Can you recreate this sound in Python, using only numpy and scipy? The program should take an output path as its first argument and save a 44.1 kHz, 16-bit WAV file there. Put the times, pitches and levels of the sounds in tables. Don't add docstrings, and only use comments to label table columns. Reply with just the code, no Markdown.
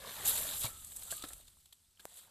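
import sys
import numpy as np
from scipy import signal
from scipy.fft import rfft, irfft
from scipy.io import wavfile

SR = 44100
rng = np.random.default_rng(int(sys.argv[2]) if len(sys.argv) > 2 else 0)


def wrap_up_sound(samples):
    columns = np.atleast_2d(samples).T
    tamed = np.clip(columns, -1, 1)
    steps = np.round(tamed * 32767).astype(np.int16)
    wavfile.write(sys.argv[1], SR, steps)


N = 101430
T = np.arange(N) / SR

# frequency in Hz, relative level in dB.
MIST_RUNOFF_COLOUR = [(3000, -25.5), (5600, -17), (6700, -7.5), (8000, 2), (9500, -4.5), (12000, -2.5),
                      (13300, -11), (14500, -5.5)]
# frequency in Hz, relative level in dB.
DROPS_COLOUR = [(1000, -15), (2000, -15.5), (2700, -8), (3300, -2.5), (3900, -1), (4700, -6.5),
                (5600, -14.5), (8000, -12)]

MIST_PER_S, DROPS_PER_S = 7000, 1500
SPLASH_RISE_S, SPLASH_FALL_S, SPLASH_TAIL_S, SPLASH_TAIL_DB = 0.0005, 0.001, 0.0093, -10.5
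SLAP_LENGTH_S, SLAP_FALL_S, SLAP_TAIL_S, SLAP_TAIL_DB = 0.0032, 0.0031, 0.023, -8.5
GRAIN_SPREAD_DB, SMOOTH_SHARE = 3.2, 0.45
CLUMP_DB, CLUMPS_PER_S, CLUMP_BANDS = 2.6, 60, 30
PLINKS_PER_S, PLINK_CYCLES, PLINK_SHARE = 500, 19, 0.16
BUBBLES_PER_S, BUBBLE_CYCLES, BUBBLE_SHARE = 450, 24, 0.9
CRACKLE_DB, CRACKLE_PER_S = 1.4, 220
WIDTH_DB, WIDE_ABOVE_HZ, WIDE_BELOW_HZ = -3, 6980, 12400
ECHO_SHARE = 0.43
HOLLOW_WIDTH_HZ = 85
CAVITY_T60_S, CAVITY_RISE_PER_S = 0.036, 1.5
DRIP_T60_S, DRIP_RISE_PER_S = 0.014, 12
JET_S, JET_LENGTH_S, JET_DB = 0.276, 0.024, -29
TICK_S = 2.0542
AIR_DB = -76
CUTOFF_HZ = 14300


def from_db(db):
    return 10 ** (np.asarray(db) / 20)


def rms_one(x):
    return x / np.sqrt(np.mean(x ** 2) + 1e-20)


def gains(rows):
    s, *columns = np.transpose(rows)
    return [from_db(np.interp(T, s, db)) for db in columns]


def coloured(x, points):
    hz, db = np.transpose(points)
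    f = np.maximum(np.arange(N // 2 + 1) * SR / N, 1)
    gain = from_db(np.interp(np.log(f), np.log(hz), db))
    return rms_one(irfft(rfft(x) * gain, N))


def ring(clicks, hz, t60):
    r = from_db(-60 / (t60 * SR))
    w = 2 * np.pi * hz / SR
    return signal.lfilter([1, -r * np.cos(w)], [1, -2 * r * np.cos(w), r * r], clicks + 1e-18)


def click(s):
    return 1.0 * (np.arange(N) == int(s * SR))


def impacts(per_s):
    sizes = from_db(GRAIN_SPREAD_DB * np.minimum(rng.exponential(1, N), 4))
    signs = rng.choice([-1, 1], N)
    hits = rng.random(N) < per_s / SR
    return rms_one(sizes * signs * hits)


def clumped(x):
    root_hz = np.sqrt(np.arange(N // 2 + 1) / (N // 2))
    centres = np.linspace(0, 1, num=CLUMP_BANDS)
    knots = np.arange(0, N / SR + 1, 1 / CLUMPS_PER_S)
    spectrum = rfft(x)
    out = 0
    for centre in centres:
        weight = np.maximum(1 - abs(root_hz - centre) / centres[1], 0)
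        band = irfft(spectrum * weight, N)
        shift_s = rng.random() / CLUMPS_PER_S
        swell = np.interp(T + shift_s, knots, rng.standard_normal(len(knots)))
        out = out + band * from_db(CLUMP_DB * swell)
    return out


def bubbles(per_s, low_hz, high_hz, cycles):
    pitches = np.geomspace(low_hz, high_hz, num=64)
    clicks = impacts(per_s)
    dealt = rng.integers(0, len(pitches), N)
    return rms_one(sum(np.sqrt(hz) * ring(clicks * (dealt == k), hz, cycles / hz)
                       for k, hz in enumerate(pitches)))


def widen(mid, side):
    high = signal.butter(8, WIDE_ABOVE_HZ, "high", fs=SR, output="sos")
    low = signal.butter(2, WIDE_BELOW_HZ, fs=SR, output="sos")
    side = signal.sosfilt(low, signal.sosfilt(high, side))
    return mid + from_db(WIDTH_DB) * side * np.array([[1], [-1]])


def patter(per_s, colour):
    def one():
        grains = clumped(impacts(per_s) + SMOOTH_SHARE * rng.standard_normal(N))
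        plinks = bubbles(PLINKS_PER_S, 2600, 13400, PLINK_CYCLES)
        return coloured(rms_one(grains) + PLINK_SHARE * plinks, colour)
    return widen(one(), one())


def burst(s, length, fall_s, tail_s, tail_db):
    after = np.maximum(T - s - length, 0)
    tail = from_db(tail_db)
    rise = np.clip((T - s) / SPLASH_RISE_S + 0.5, 0, 1)
    return rise * ((1 - tail) * np.exp(-after / fall_s) + tail * np.exp(-after / tail_s))


def cavity(s, hz, db, t60, rise=0):
    age = np.maximum(T - s, 0)
    return from_db(db - 60 * age / t60) * np.sin(2 * np.pi * hz * age * (1 + rise * age / 2))


def ground_echo(x):
    # time in seconds, comb spacing (1 / delay) in Hz.
    comb_rows = [(.11, 560), (.24, 362), (.33, 488), (.48, 610), (0.559, 1200)]
    s, hz = np.transpose(comb_rows)
    delay_s = 1 / np.interp(T, s, hz)
    echo = np.interp(T - delay_s, T, x)
    return rms_one(x + ECHO_SHARE * (T < s[-1]) * echo)


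def wind():
    # time in seconds, level in dB.
    wind_rows = [(0, -62.5), (.13, -71), (.24, -56.5), (.55, -56.5), (.8, -64), (1.35, -66), (1.7, -77.5)]
    # frequency in Hz, relative level in dB.
    wind_colour = [(15, -4.5), (70, 2), (110, -6.5), (400, -21.5), (1500, -100)]
    # frequency in Hz, relative level in dB.
    air_colour = [(100, -6), (400, -7), (2000, -5), (4500, 3), (14000, -6)]
    level, = gains(wind_rows)
    rumble = level * coloured(rng.standard_normal(N), wind_colour)
    hiss = from_db(AIR_DB) * coloured(rng.standard_normal(N), air_colour)
    return rumble + hiss


def tick():
    # mode frequency in Hz, level in dB, t60 in seconds.
    tick_modes = [(580, -30.5, 0.0058), (7860, -29.5, 0.00085), (12100, -34, 0.00081)]
    return sum(from_db(db) * ring(click(TICK_S), hz, t60) for hz, db, t60 in tick_modes)


def hollow():
    # time in seconds, pitch in Hz, level in dB.
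    hollow_rows = [(.56, 1340, -88), (.62, 1330, -65), (.71, 1350, -63.5), (.8, 1279, -70),
                   (.95, 1100, -84.5), (1.111, 1400, -64), (1.151, 1205, -71), (1.21, 1245, -60),
                   (1.32, 1335, -71.5), (1.4, 1340, -99)]
    s, hz, db = np.transpose(hollow_rows)
    knots = T[::SR // HOLLOW_WIDTH_HZ]
    phase = 2 * np.pi * np.cumsum(np.interp(T, s, hz)) / SR
    note = sum(np.interp(T, knots, rng.standard_normal(len(knots))) * wave(phase)
               for wave in (np.sin, np.cos))
    return from_db(np.interp(T, s, db)) * rms_one(note)


def drips():
    # start in seconds, starting pitch in Hz, level in dB.
    drip_rows = [(1.401, 590, -56), (1.57, 1040, -63), (1.728, 3090, -49.5), (1.974, 3070, -57),
                 (2.281, 860, -57.5)]
    return sum(cavity(*row, DRIP_T60_S, DRIP_RISE_PER_S) for row in drip_rows)


def thuds():
    # start in seconds, pitch in Hz, level in dB, t60 in seconds.
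    thud_rows = [(0.6437, 115, -35, 0.1), (1.337, 39.5, -53, 0.36)]
    return sum(cavity(*row) for row in thud_rows)


def slaps():
    # start in seconds, level in dB.
    slap_rows = [(0.6435, -45), (0.656, -48.5), (1.123, -50), (1.2395, -47.5), (1.304, -56.5),
                 (1.997, -67.5)]
    # frequency in Hz, relative level in dB.
    slap_colour = [(60, -15), (280, -1.5), (1500, -4.5), (8000, -29)]
    # start in seconds, starting pitch in Hz, level in dB.
    cavity_rows = [(.6455, 934, -36.5), (0.665, 2280, -39), (1.1235, 655, -40.5), (1.1235, 1145, -44),
                   (1.125, 1590, -39), (1.2375, 1306, -42.5), (1.239, 292, -38.5), (1.996, 1624, -55.5)]
    smack = coloured(clumped(rng.standard_normal(N)), slap_colour)
    level = sum(from_db(db) * burst(s, SLAP_LENGTH_S, SLAP_FALL_S, SLAP_TAIL_S, SLAP_TAIL_DB)
                for s, db in slap_rows)
    pockets = sum(cavity(*row, CAVITY_T60_S, CAVITY_RISE_PER_S) for row in cavity_rows)
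    return level * smack + pockets


def splashes():
    # start in seconds, length in seconds, mist level in dB, coarser drops level in dB.
    splash_rows = [(0.615, 0.0061, -41, -44), (0.634, 0.023, -41, -41), (0.663, 0.0024, -50, -41.5),
                   (0.846, .002, -41, -61), (0.919, 0.0031, -53, -50), (0.9625, .003, -39.5, -61),
                   (0.968, 0.0023, -39.5, -64), (1.022, 0.0025, -58, -47), (1.032, 0.0048, -44, -62),
                   (1.106, .006, -40.5, -42.5), (1.115, 0.0022, -34, -42.5), (1.125, 0.013, -46, -54),
                   (1.166, .0036, -41.5, -54), (1.179, 0.0017, -50, -48), (1.2227, 0.0036, -46, -44),
                   (1.237, 0.017, -56, -50), (1.286, 0.0029, -42.5, -61), (1.333, 0.0017, -41, -48),
                   (1.478, 0.0067, -59, -58), (1.657, 0.0043, -59.5, -60.5), (1.725, 0.0068, -57.5, -56),
                   (1.995, 0.015, -73, -56), (2.179, 0.021, -71, -61)]
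    fine, coarse = [widen(*[coloured(x, colour) for x in rng.standard_normal((2, N))])
                    for colour in (MIST_RUNOFF_COLOUR, DROPS_COLOUR)]
    out = 0
    for s, length, mist_db, drops_db in splash_rows:
        envelope = burst(s, length, SPLASH_FALL_S, SPLASH_TAIL_S, SPLASH_TAIL_DB)
        out = out + envelope * (from_db(mist_db) * fine + from_db(drops_db) * coarse)
    return out


def gush():
    # time in seconds, level in dB.
    gush_rows = [(0, -57.5), (.08, -50.5), (.135, -56), (.19, -48), (.34, -51.5), (.51, -51), (.59, -60.5),
                 (.66, -54), (.8, -74), (1.1, -64.5), (1.3, -68.5), (1.6, -87), (1.96, -91), (2.02, -71.5)]
    # frequency in Hz, relative level in dB.
    gush_colour = [(60, -19), (170, 4.5), (330, -6), (520, -2), (1800, -1.5), (2300, -5), (4000, -14.5)]
    level, = gains(gush_rows)
    rings = coloured(bubbles(BUBBLES_PER_S, 450, 2216, BUBBLE_CYCLES), gush_colour)
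    splatter = coloured(clumped(impacts(DROPS_PER_S)), gush_colour)
    return level * ground_echo(BUBBLE_SHARE * rings + splatter)


def spray():
    # time in seconds, mist level in dB, coarser drops level in dB, before crackle.
    spray_rows = [(0, -59.5, -56.5), (.12, -51.5, -49.5), (.243, -48.5, -49.5), (.257, -31.5, -38.5),
                  (.298, -34, -37.5), (.315, -36, -42.5), (.385, -37, -43), (.45, -42.5, -47),
                  (.54, -43, -44.5), (.595, -39.5, -52.5), (.65, -40.5, -43), (.72, -52.5, -61)]
    # time in seconds, mist level in dB, coarser drops level in dB, before crackle.
    runoff_rows = [(.76, -53, -58.5), (.92, -51, -64.5), (1.05, -50, -58.5), (1.14, -45, -55.5),
                   (1.2, -52, -57), (1.31, -52.5, -61), (1.45, -64, -68.5), (1.7, -71, -79),
                   (1.95, -75.5, -83), (2.04, -61.5, -73.5), (2.11, -60.5, -65.5), (2.18, -53, -61),
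                   (2.3, -71.5, -71.5)]
    # frequency in Hz, relative level in dB.
    thrown_colour = [(3000, -24), (5600, -15), (6500, -7.5), (7400, 0), (9500, -2.5), (13000, 0.5),
                     (14500, -14)]
    mist, drops = gains(list(spray_rows) + list(runoff_rows))
    thrown = np.interp(T, [0.55, 0.8], [1, 0])
    fine = np.sqrt(thrown) * patter(MIST_PER_S, thrown_colour)
    fine = fine + np.sqrt(1 - thrown) * patter(MIST_PER_S, MIST_RUNOFF_COLOUR)
    knots = np.arange(0, N / SR + 1, 1 / CRACKLE_PER_S)
    jumps = np.minimum(rng.exponential(1, len(knots)), 4) - 1
    crackle = from_db(CRACKLE_DB * (1 - thrown) * np.interp(T, knots, jumps))
    return crackle * (mist * fine + drops * patter(DROPS_PER_S, DROPS_COLOUR))


def jet():
    # frequency in Hz, relative level in dB.
    jet_colour = [(4000, -29), (8500, -5), (11500, 5), (14500, -7)]
    envelope = burst(JET_S, JET_LENGTH_S, SLAP_FALL_S, SPLASH_TAIL_S, SPLASH_TAIL_DB)
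    return from_db(JET_DB) * envelope * patter(MIST_PER_S, jet_colour)


def scene():
    quiet = wind() + tick() + hollow() + drips()
    return quiet + thuds() + slaps() + splashes() + gush() + spray() + jet()


def record(dry):
    return signal.sosfilt(signal.ellip(12, 0.2, 70, CUTOFF_HZ, fs=SR, output="sos"), dry)


dry = scene()
out = record(dry)
wrap_up_sound(out)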